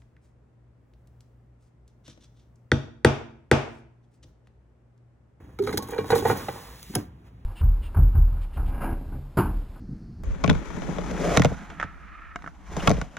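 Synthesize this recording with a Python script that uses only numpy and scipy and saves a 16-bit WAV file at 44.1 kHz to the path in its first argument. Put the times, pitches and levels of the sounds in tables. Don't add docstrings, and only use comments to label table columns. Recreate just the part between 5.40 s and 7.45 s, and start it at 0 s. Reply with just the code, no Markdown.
import sys
import numpy as np
from scipy import signal
from scipy.fft import rfft, irfft
from scipy.io import wavfile
from scipy.ndimage import uniform_filter1d

SR = 44100
rng = np.random.default_rng(int(sys.argv[2]) if len(sys.argv) > 2 else 0)


def inscribe(sig):
    pcm = np.round(np.clip(np.atleast_2d(sig).T, -1, 1) * 32767)
    wavfile.write(sys.argv[1], SR, pcm.astype(np.int16))


N = 90404
T = np.arange(N) / SR
HIT_T = T[:SR // 2]
RING_ATTACK_S, CLACK_ATTACK_S, TICK_ATTACK_S = 0.0047, 0.00075, 0.0009

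# freq_hz, level_db, t60_s
EDGE_MODES = [(3250, 0.5, 0.0268), (3944, -0.5, 0.019), (6150, -2.5, 0.02), (6466, -3, 0.069),
              (10500, -9.5, 0.016), (10260, -4.5, 0.054), (10400, -5.5, 0.026), (14780, -5, 0.036)]
# freq_hz, density_db
CLACK_SPECTRUM = [(250, -12.5), (480, 11), (620, -6), (820, 3), (1150, -13.5), (1550, -4), (2100, -14),
                  (2700, -16.5), (4000, -11), (8000, -50.5)]


def undb(db):
    return 10 ** (np.asarray(db) / 20)


def on_bins(curve, size):
    hz, values = np.array(curve, float).T
    return np.interp(np.log(np.fft.rfftfreq(size, 1 / SR) + 1), np.log(hz), values)


def colour(x, spectrum):
    y = irfft(rfft(x) * undb(on_bins(spectrum, len(x))), len(x))
    return y / y.std()


def unit(x):
    return x / np.sqrt(uniform_filter1d(x * x, 130).max())


def decay(attack_s, t60_s):
    return (1 - np.exp(-(HIT_T / attack_s) ** 2)) * np.exp(-np.log(1000) * HIT_T / t60_s)


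def ring(modes, attack_s, scatter_db=3, detune=0.012):
    out = 0
    for hz, db, t60_s in modes:
        level_draw, pitch_draw, phase = rng.standard_normal(3)
        sine = np.sin(2 * np.pi * (hz * (1 + detune * pitch_draw) * HIT_T + phase))
        out += undb(db + scatter_db * level_draw) * decay(attack_s, t60_s) * sine
    return unit(out)


def burst(spectrum, attack_s, t60_s):
    return unit(colour(rng.standard_normal(len(HIT_T)), spectrum) * decay(attack_s, t60_s))


def add(out, start_s, sound):
    i = int(start_s * SR)
    out[i:i + len(sound)] += sound[:N - i]


def friction(spectrum, uneven_db, cluster_hz=70, grit=0.2, slips_per_s=1600):
    slips = (rng.random(N) < slips_per_s / SR) * rng.standard_normal(N)
    slips *= undb(3 * np.minimum(rng.exponential(size=N), np.pi))
    clusters = np.interp(T * cluster_hz, np.arange(1024), rng.standard_normal(1024))
    force = np.sqrt(grit) * slips / slips.std() + np.sqrt(1 - grit) * rng.standard_normal(N)
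    return colour(force, spectrum) * undb(uneven_db * clusters)


def rail_slide():
    # time_s, hiss_db, grind_db, rumble_db
    levels = [(0, -76, -59, -51), (.19, -75, -67.5, -59), (.25, -56, -58, -39), (.30, -51.5, -40, -34.5),
              (.40, -56, -61, -39), (.46, -57, -51.5, -50), (.51, -49, -47, -36.5),
              (.55, -55.5, -43.5, -47.5), (.62, -55.5, -53, -44.5), (0.686, -47, -46.5, -45),
              (0.74, -44.5, -30, -33.5), (0.792, -34.5, -42, -32), (.82, -47, -48, -45.5),
              (.875, -37, -33.5, -33.5), (0.914, -34.5, -36.5, -27), (.946, -45, -41, -38),
              (.979, -41, -40, -38), (1.07, -46.5, -47, -44.5), (1.171, -47, -47, -50.5),
              (1.35, -51.5, -54, -63), (1.47, -51, -62.5, -66.5), (1.59, -47, -49, -33.5),
              (1.67, -66.5, -62, -55), (1.75, -100, -76.5, -62)]
    # time_s, uneven_db, grit_share, edge_ring_db
    texture = [(.55, 2, 0.75, -6), (.9, 0.5, 0.5, -15), (1.02, 0.5, 0.12, -39)]
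    # freq_hz, density_db
    hiss_spectrum = [(900, -9), (2000, 3.5), (2700, 1.5), (4000, 4), (5500, 0), (8000, 0.5), (11000, -1.5),
                     (13500, -2), (15500, 0.5)]
    grind_spectrum = [(250, -21), (460, 4), (630, -3), (900, 1), (1120, 0), (1350, -5.5), (1900, -5.5),
                      (2700, -18.5), (5000, -34.5)]
    rumble_spectrum = [(25, -32.5), (55, -21), (100, 0.5), (160, -10), (210, -5.5), (320, -6), (600, -23),
                       (1200, -49)]
    time_s, *columns = np.array(levels).T
    hiss_db, grind_db, rumble_db = (np.interp(T, time_s, column) for column in columns)
    time_s, *columns = np.array(texture).T
    uneven_db, grit, edge_db = (np.interp(T, time_s, column) for column in columns)
    hiss = friction(hiss_spectrum, uneven_db, cluster_hz=480, grit=grit)
    edge = ring(EDGE_MODES, TICK_ATTACK_S)
    hiss += undb(edge_db) * signal.fftconvolve(hiss, edge / np.linalg.norm(edge))[:N]
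    grind = friction(grind_spectrum, uneven_db=2)
    rumble = friction(rumble_spectrum, uneven_db=3.5)
    return undb(hiss_db) * hiss + undb(grind_db) * grind + undb(rumble_db) * rumble


def edge_ticks():
    # start_s, level_db, t60_s, rim_db, tilt_db_per_octave
    ticks = [(0.1879, -41, 0.061, -38, -6.5), (.221, -49, .04, -54, -1), (0.2247, -48, 0.064, -54, -4),
             (0.237, -45, 0.069, -50, -3), (0.248, -48, 0.038, -57, 0), (0.2664, -43, 0.066, -48, 0),
             (0.2726, -38.5, 0.076, -28, -5), (.292, -46, 0.054, -31.5, -4), (0.3244, -43.5, 0.05, -55, 1),
             (0.328, -39, 0.076, -34, -4), (0.342, -45, 0.045, -59, -2), (.373, -22.5, 0.043, -34, 0.5),
             (0.377, -27, 0.015, -37, -8), (.423, -38, 0.083, -55, 2.5), (.474, -48.5, 0.04, -65, 4),
             (0.4865, -43.5, .05, -50, 8), (.506, -42.5, .08, -56, 6), (0.581, -40, 0.15, -32, -7.5),
             (0.703, -30, 0.11, -39, -3.5), (0.717, -33.5, .025, -41, -10), (0.7505, -33.5, 0.065, -58, 0),
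             (0.7539, -32.5, 0.14, -63, 1.5), (0.775, -44, 0.099, -50, 0), (0.853, -40, 0.031, -50, -6),
             (0.8807, -33, 0.081, -58, 12), (.894, -42, 0.076, -35, 10), (.905, -49, 0.032, -33, 10),
             (0.972, -37.5, .06, -59, 17), (1.086, -47, 0.042, -34, 2), (1.4287, -38, 0.0045, -56, 1)]
    # freq_hz, density_db
    crack_spectrum = [(700, -21.5), (1600, -5.5), (2700, -19), (3900, 4), (5200, -3), (6400, -7),
                      (8000, -3.5), (10500, -5), (13000, -3), (15500, -9)]
    # freq_hz, level_db, t60_s
    rim_modes = [(1243, -4, 0.075), (1313, 11.5, 0.014), (1535, -0.5, 0.057), (2088, 0.5, 0.042),
                 (2256, -4, 0.029), (4010, -5, 0.039)]
    pivot_hz = 7000
    out = np.zeros(N)
    for start_s, db, t60_s, rim_db, tilt in ticks:
        spectrum = [(hz, level + tilt * np.log2(hz / pivot_hz)) for hz, level in crack_spectrum]
        crack = burst(spectrum, TICK_ATTACK_S, t60_s) + undb(-9.5) * ring(EDGE_MODES, TICK_ATTACK_S)
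        add(out, start_s, undb(db) * crack + undb(rim_db) * ring(rim_modes, CLACK_ATTACK_S))
    return out


def pan_knocks():
    # start_s, floor_db, pitch_hz, clack_db, cutoff_hz, thud_db
    knocks = [(0.189, -30, 416.3, -40, 3500, -34), (0.197, -18.5, 398.6, -53, 1010, -53),
              (.227, -27, 383.4, -46.5, 1000, -31.5), (.252, -31, 400, -50, 1000, -56),
              (0.272, -26, 462, -33.5, 4000, -44), (.281, -24, 446.6, -39, 2000, -46),
              (0.292, -31, 420, -54, 4000, -30), (0.327, -41, 456, -42, 3000, -36),
              (.337, -26, 415.7, -35, 1500, -28), (0.374, -32, 454, -42, 3000, -31.5),
              (.387, -32.5, 429.6, -31, 1500, -36), (0.424, -40, 456, -37.5, 2000, -35.5),
              (0.488, -36, 457.5, -38.5, 1400, -48.5), (0.522, -31.5, 467, -40, 2000, -40),
              (0.5331, -31, 445, -33, 3000, -55), (0.561, -34, 488, -35, 1090, -47),
              (.584, -17.5, 442.4, -32, 4000, -30.5), (0.606, -32, 469.7, -37, 3000, -30),
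              (.643, -39, 460, -36, 1300, -36.5), (0.7029, -21.5, 462, -19, 1500, -30.5),
              (.721, -18, 472.5, -21, 4040, -24), (0.728, -15.5, 458.9, -25, 4000, -28),
              (0.736, -26, 459, -33, 3000, -29), (0.756, -18.5, 450.3, -22.5, 2500, -29),
              (0.784, -30, 453, -34.5, 2950, -31), (0.795, -46, 435, -37, 3000, -28.5),
              (0.822, -25.5, 418.7, -31, 900, -26.5), (0.8518, -20, 452, -17, 940, -27),
              (.8565, -31, 435, -21.5, 1090, -39), (0.8991, -24, 465, -18, 1760, -24.5),
              (0.915, -26, 435, -27, 3500, -28.5), (0.952, -52, 447, -36.5, 3030, -40),
              (0.984, -57, 466, -41, 2000, -42), (1.084, -34, 540, -24, 2600, -34),
              (1.16, -57.5, 472, -37.5, 1200, -51)]
    # freq_hz, level_db, t60_s
    wall_modes = [(566, -14, 0.048), (654, -12, 0.018), (766, -7.5, 0.057), (793, -4.5, 0.057),
                  (850.3, -4, 0.053), (878.5, -3.5, .04), (945, -5, 0.054), (1200, -25, 0.025),
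                  (1479, -12, 0.11), (1617, -16, 0.066), (1907, -13, 0.1), (2120, -28, .08),
                  (2356, -18.5, 0.15), (2887, -19.5, 0.084), (3360, -25, 0.14), (4295, -18, .12)]
    housing_modes = [(96.6, -1.5, 0.11), (136.3, -2, 0.1), (200, -3.5, 0.17), (260.4, -3, 0.084),
                     (304.6, -1, 0.13)]
    grip_s, free_t60_s, gripped_t60_s = 0.265, 0.15, 0.067
    out = np.zeros(N)
    for start_s, floor_db, pitch_hz, clack_db, cutoff_hz, thud_db in knocks:
        phase = 2 * np.pi * pitch_hz * (start_s + HIT_T)
        mode_pair = np.sin(phase) + undb(-23) * np.sin(1.2 * phase)
        t60_s = free_t60_s if start_s < grip_s else gripped_t60_s
        floor = unit(decay(RING_ATTACK_S, t60_s) * mode_pair)
        walls = undb(-1) * ring(wall_modes, CLACK_ATTACK_S)
        contact = undb(-5) * burst(CLACK_SPECTRUM, CLACK_ATTACK_S, t60_s=0.049)
        clack = unit(signal.lfilter(*signal.butter(2, cutoff_hz, fs=SR), walls + contact))
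        thud = ring(housing_modes, attack_s=0.0045)
        add(out, start_s, undb(floor_db) * floor + undb(clack_db) * clack + undb(thud_db) * thud)
    return out


def wire_mesh(pitch_hz=1095):
    # start_s, level_db
    jolts = [(0.396, -40.5), (.587, -40.5), (.73, -34.5), (0.921, -41.5)]
    note = unit(decay(RING_ATTACK_S, t60_s=0.35) * np.sin(2 * np.pi * pitch_hz * HIT_T))
    out = np.zeros(N)
    for start_s, db in jolts:
        add(out, start_s, undb(db) * note)
    return out


def rim_drag():
    # freq_hz, density_db
    spectrum = [(100, -20), (190, 0.5), (260, -3), (350, -9), (500, -25), (1200, -45.5)]
    # time_s, level_db
    levels = [(1.485, -73), (1.502, -38), (1.53, -52.5), (1.56, -35), (1.59, -67)]
    level_db = np.interp(T, *np.array(levels).T, left=-np.inf, right=-np.inf)
    return undb(level_db) * friction(spectrum, uneven_db=1.1)


def latch_shut():
    # start_s, level_db, t60_s
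    snaps = [(1.5517, -21, .035), (1.5541, -19, 0.0091)]
    # freq_hz, density_db
    snap_spectrum = [(700, -4.5), (1600, 6.5), (2600, -18.5), (3200, 9), (4200, -20.5), (5100, 10.5),
                     (6200, -1.5), (7500, -1), (8800, 1.5), (10400, 13), (12400, -7), (13500, -1),
                     (14800, 4.5), (16000, -1)]
    # start_s, thud_db, knock_db
    bumps = [(1.538, -43, -43), (1.557, -25, -25.5), (1.565, -26, -42.5), (1.582, -38, -50)]
    # freq_hz, level_db, t60_s
    shut_modes = [(133.4, 4.5, 0.17), (188.7, -2, .14), (228, 0.5, .13), (303.7, -5, .15),
                  (368, -3.5, 0.097), (491, -10.5, 0.061), (587, -6.5, 0.064), (730, -5.5, 0.074),
                  (1575, -9.5, .08), (2170, -16.5, 0.069)]
    out = np.zeros(N)
    for start_s, db, t60_s in snaps:
        snap = burst(snap_spectrum, attack_s=0.0001, t60_s=t60_s)
        latch_ring = undb(-15) * ring(EDGE_MODES, attack_s=0.00044)
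        add(out, start_s, undb(db) * (snap + latch_ring))
    for start_s, thud_db, knock_db in bumps:
        thud = ring(shut_modes, attack_s=0.0024)
        knock = burst(CLACK_SPECTRUM, attack_s=0.00054, t60_s=0.033)
        add(out, start_s, undb(thud_db) * thud + undb(knock_db) * knock)
    return out


def hand_brush(peak_s=1.872, width_s=0.025, level_db=-59.5):
    # freq_hz, density_db
    spectrum = [(250, -3), (800, 0.5), (2000, -5), (4000, -14), (15000, -24.5)]
    swell = np.exp(-((T - peak_s) / width_s) ** 2)
    return undb(level_db) * swell * colour(rng.standard_normal(N), spectrum)


def room_tone(level_db=-48.5):
    # freq_hz, density_db
    spectrum = [(20, -45), (30, -31.5), (42, -17), (58, 7), (80, -5), (118, -2.5), (170, -10), (260, -15),
                (460, -27.5), (750, -30), (1100, -34.5), (1800, -37.5), (3200, -42.5), (5000, -50.5),
                (16000, -57.5)]
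    return undb(level_db) * colour(rng.standard_normal(N), spectrum)


def kitchen_reverb(x):
    # freq_hz, t60_s, level_db
    bands = [(100, 0.86, -11), (400, 0.24, -12.5), (1500, 0.56, -18), (4800, .26, -19.5),
             (14000, 0.073, -23.5)]
    size = len(HIT_T)
    noise = rfft(rng.standard_normal(size))
    tail = 0
    for hz, t60_s, db in bands:
        band = on_bins([(row[0], row[0] == hz) for row in bands], size)
        fall = decay(0.003, t60_s)
        tail += undb(db) * irfft(noise * band, size) * fall / np.linalg.norm(fall)
    return signal.fftconvolve(x, tail)[:N]


def scene():
    # freq_hz, left_lag_rad
    port_phase = [(30, 0), (250, .25), (600, .8), (900, .25), (1400, .05), (2200, -.8), (3600, -1.4),
                  (4750, -3.14), (6500, -6.28), (8850, -9.42), (11000, -12.5), (13200, -15.7),
                  (15300, -18.8)]
    # freq_hz, left_minus_right_db
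    port_balance = [(100, 0.2), (250, 0.5), (450, -3), (700, -3), (1100, -2), (2200, -1.5), (4000, -1),
                    (15000, 0.5)]
    # freq_hz, gain_db
    port_spread = [(100, -36), (400, -3), (1000, 6.5), (3000, -3), (12000, -27)]
    fryer = rail_slide() + edge_ticks() + pan_knocks() + wire_mesh()
    fryer += rim_drag() + latch_shut() + hand_brush()
    mid = rfft(fryer + kitchen_reverb(fryer) + room_tone())
    side = rfft(kitchen_reverb(fryer) + 0.71 * room_tone()) * undb(on_bins(port_spread, N))
    balance = undb(on_bins(port_balance, N) / 2)
    lag = np.exp(-1j * on_bins(port_phase, N))
    return np.array([irfft((mid + side) * balance * lag, N), irfft((mid - side) / balance, N)])


def record(dry):
    fade_s, cutoff_hz = 0.004, 15750
    fade = np.clip(np.minimum(T, T[-1] - T) / fade_s, 0, 1)
    return signal.sosfilt(signal.ellip(8, 0.2, 70, cutoff_hz, fs=SR, output="sos"), dry * fade)


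dry = scene()
out = record(dry)
inscribe(out)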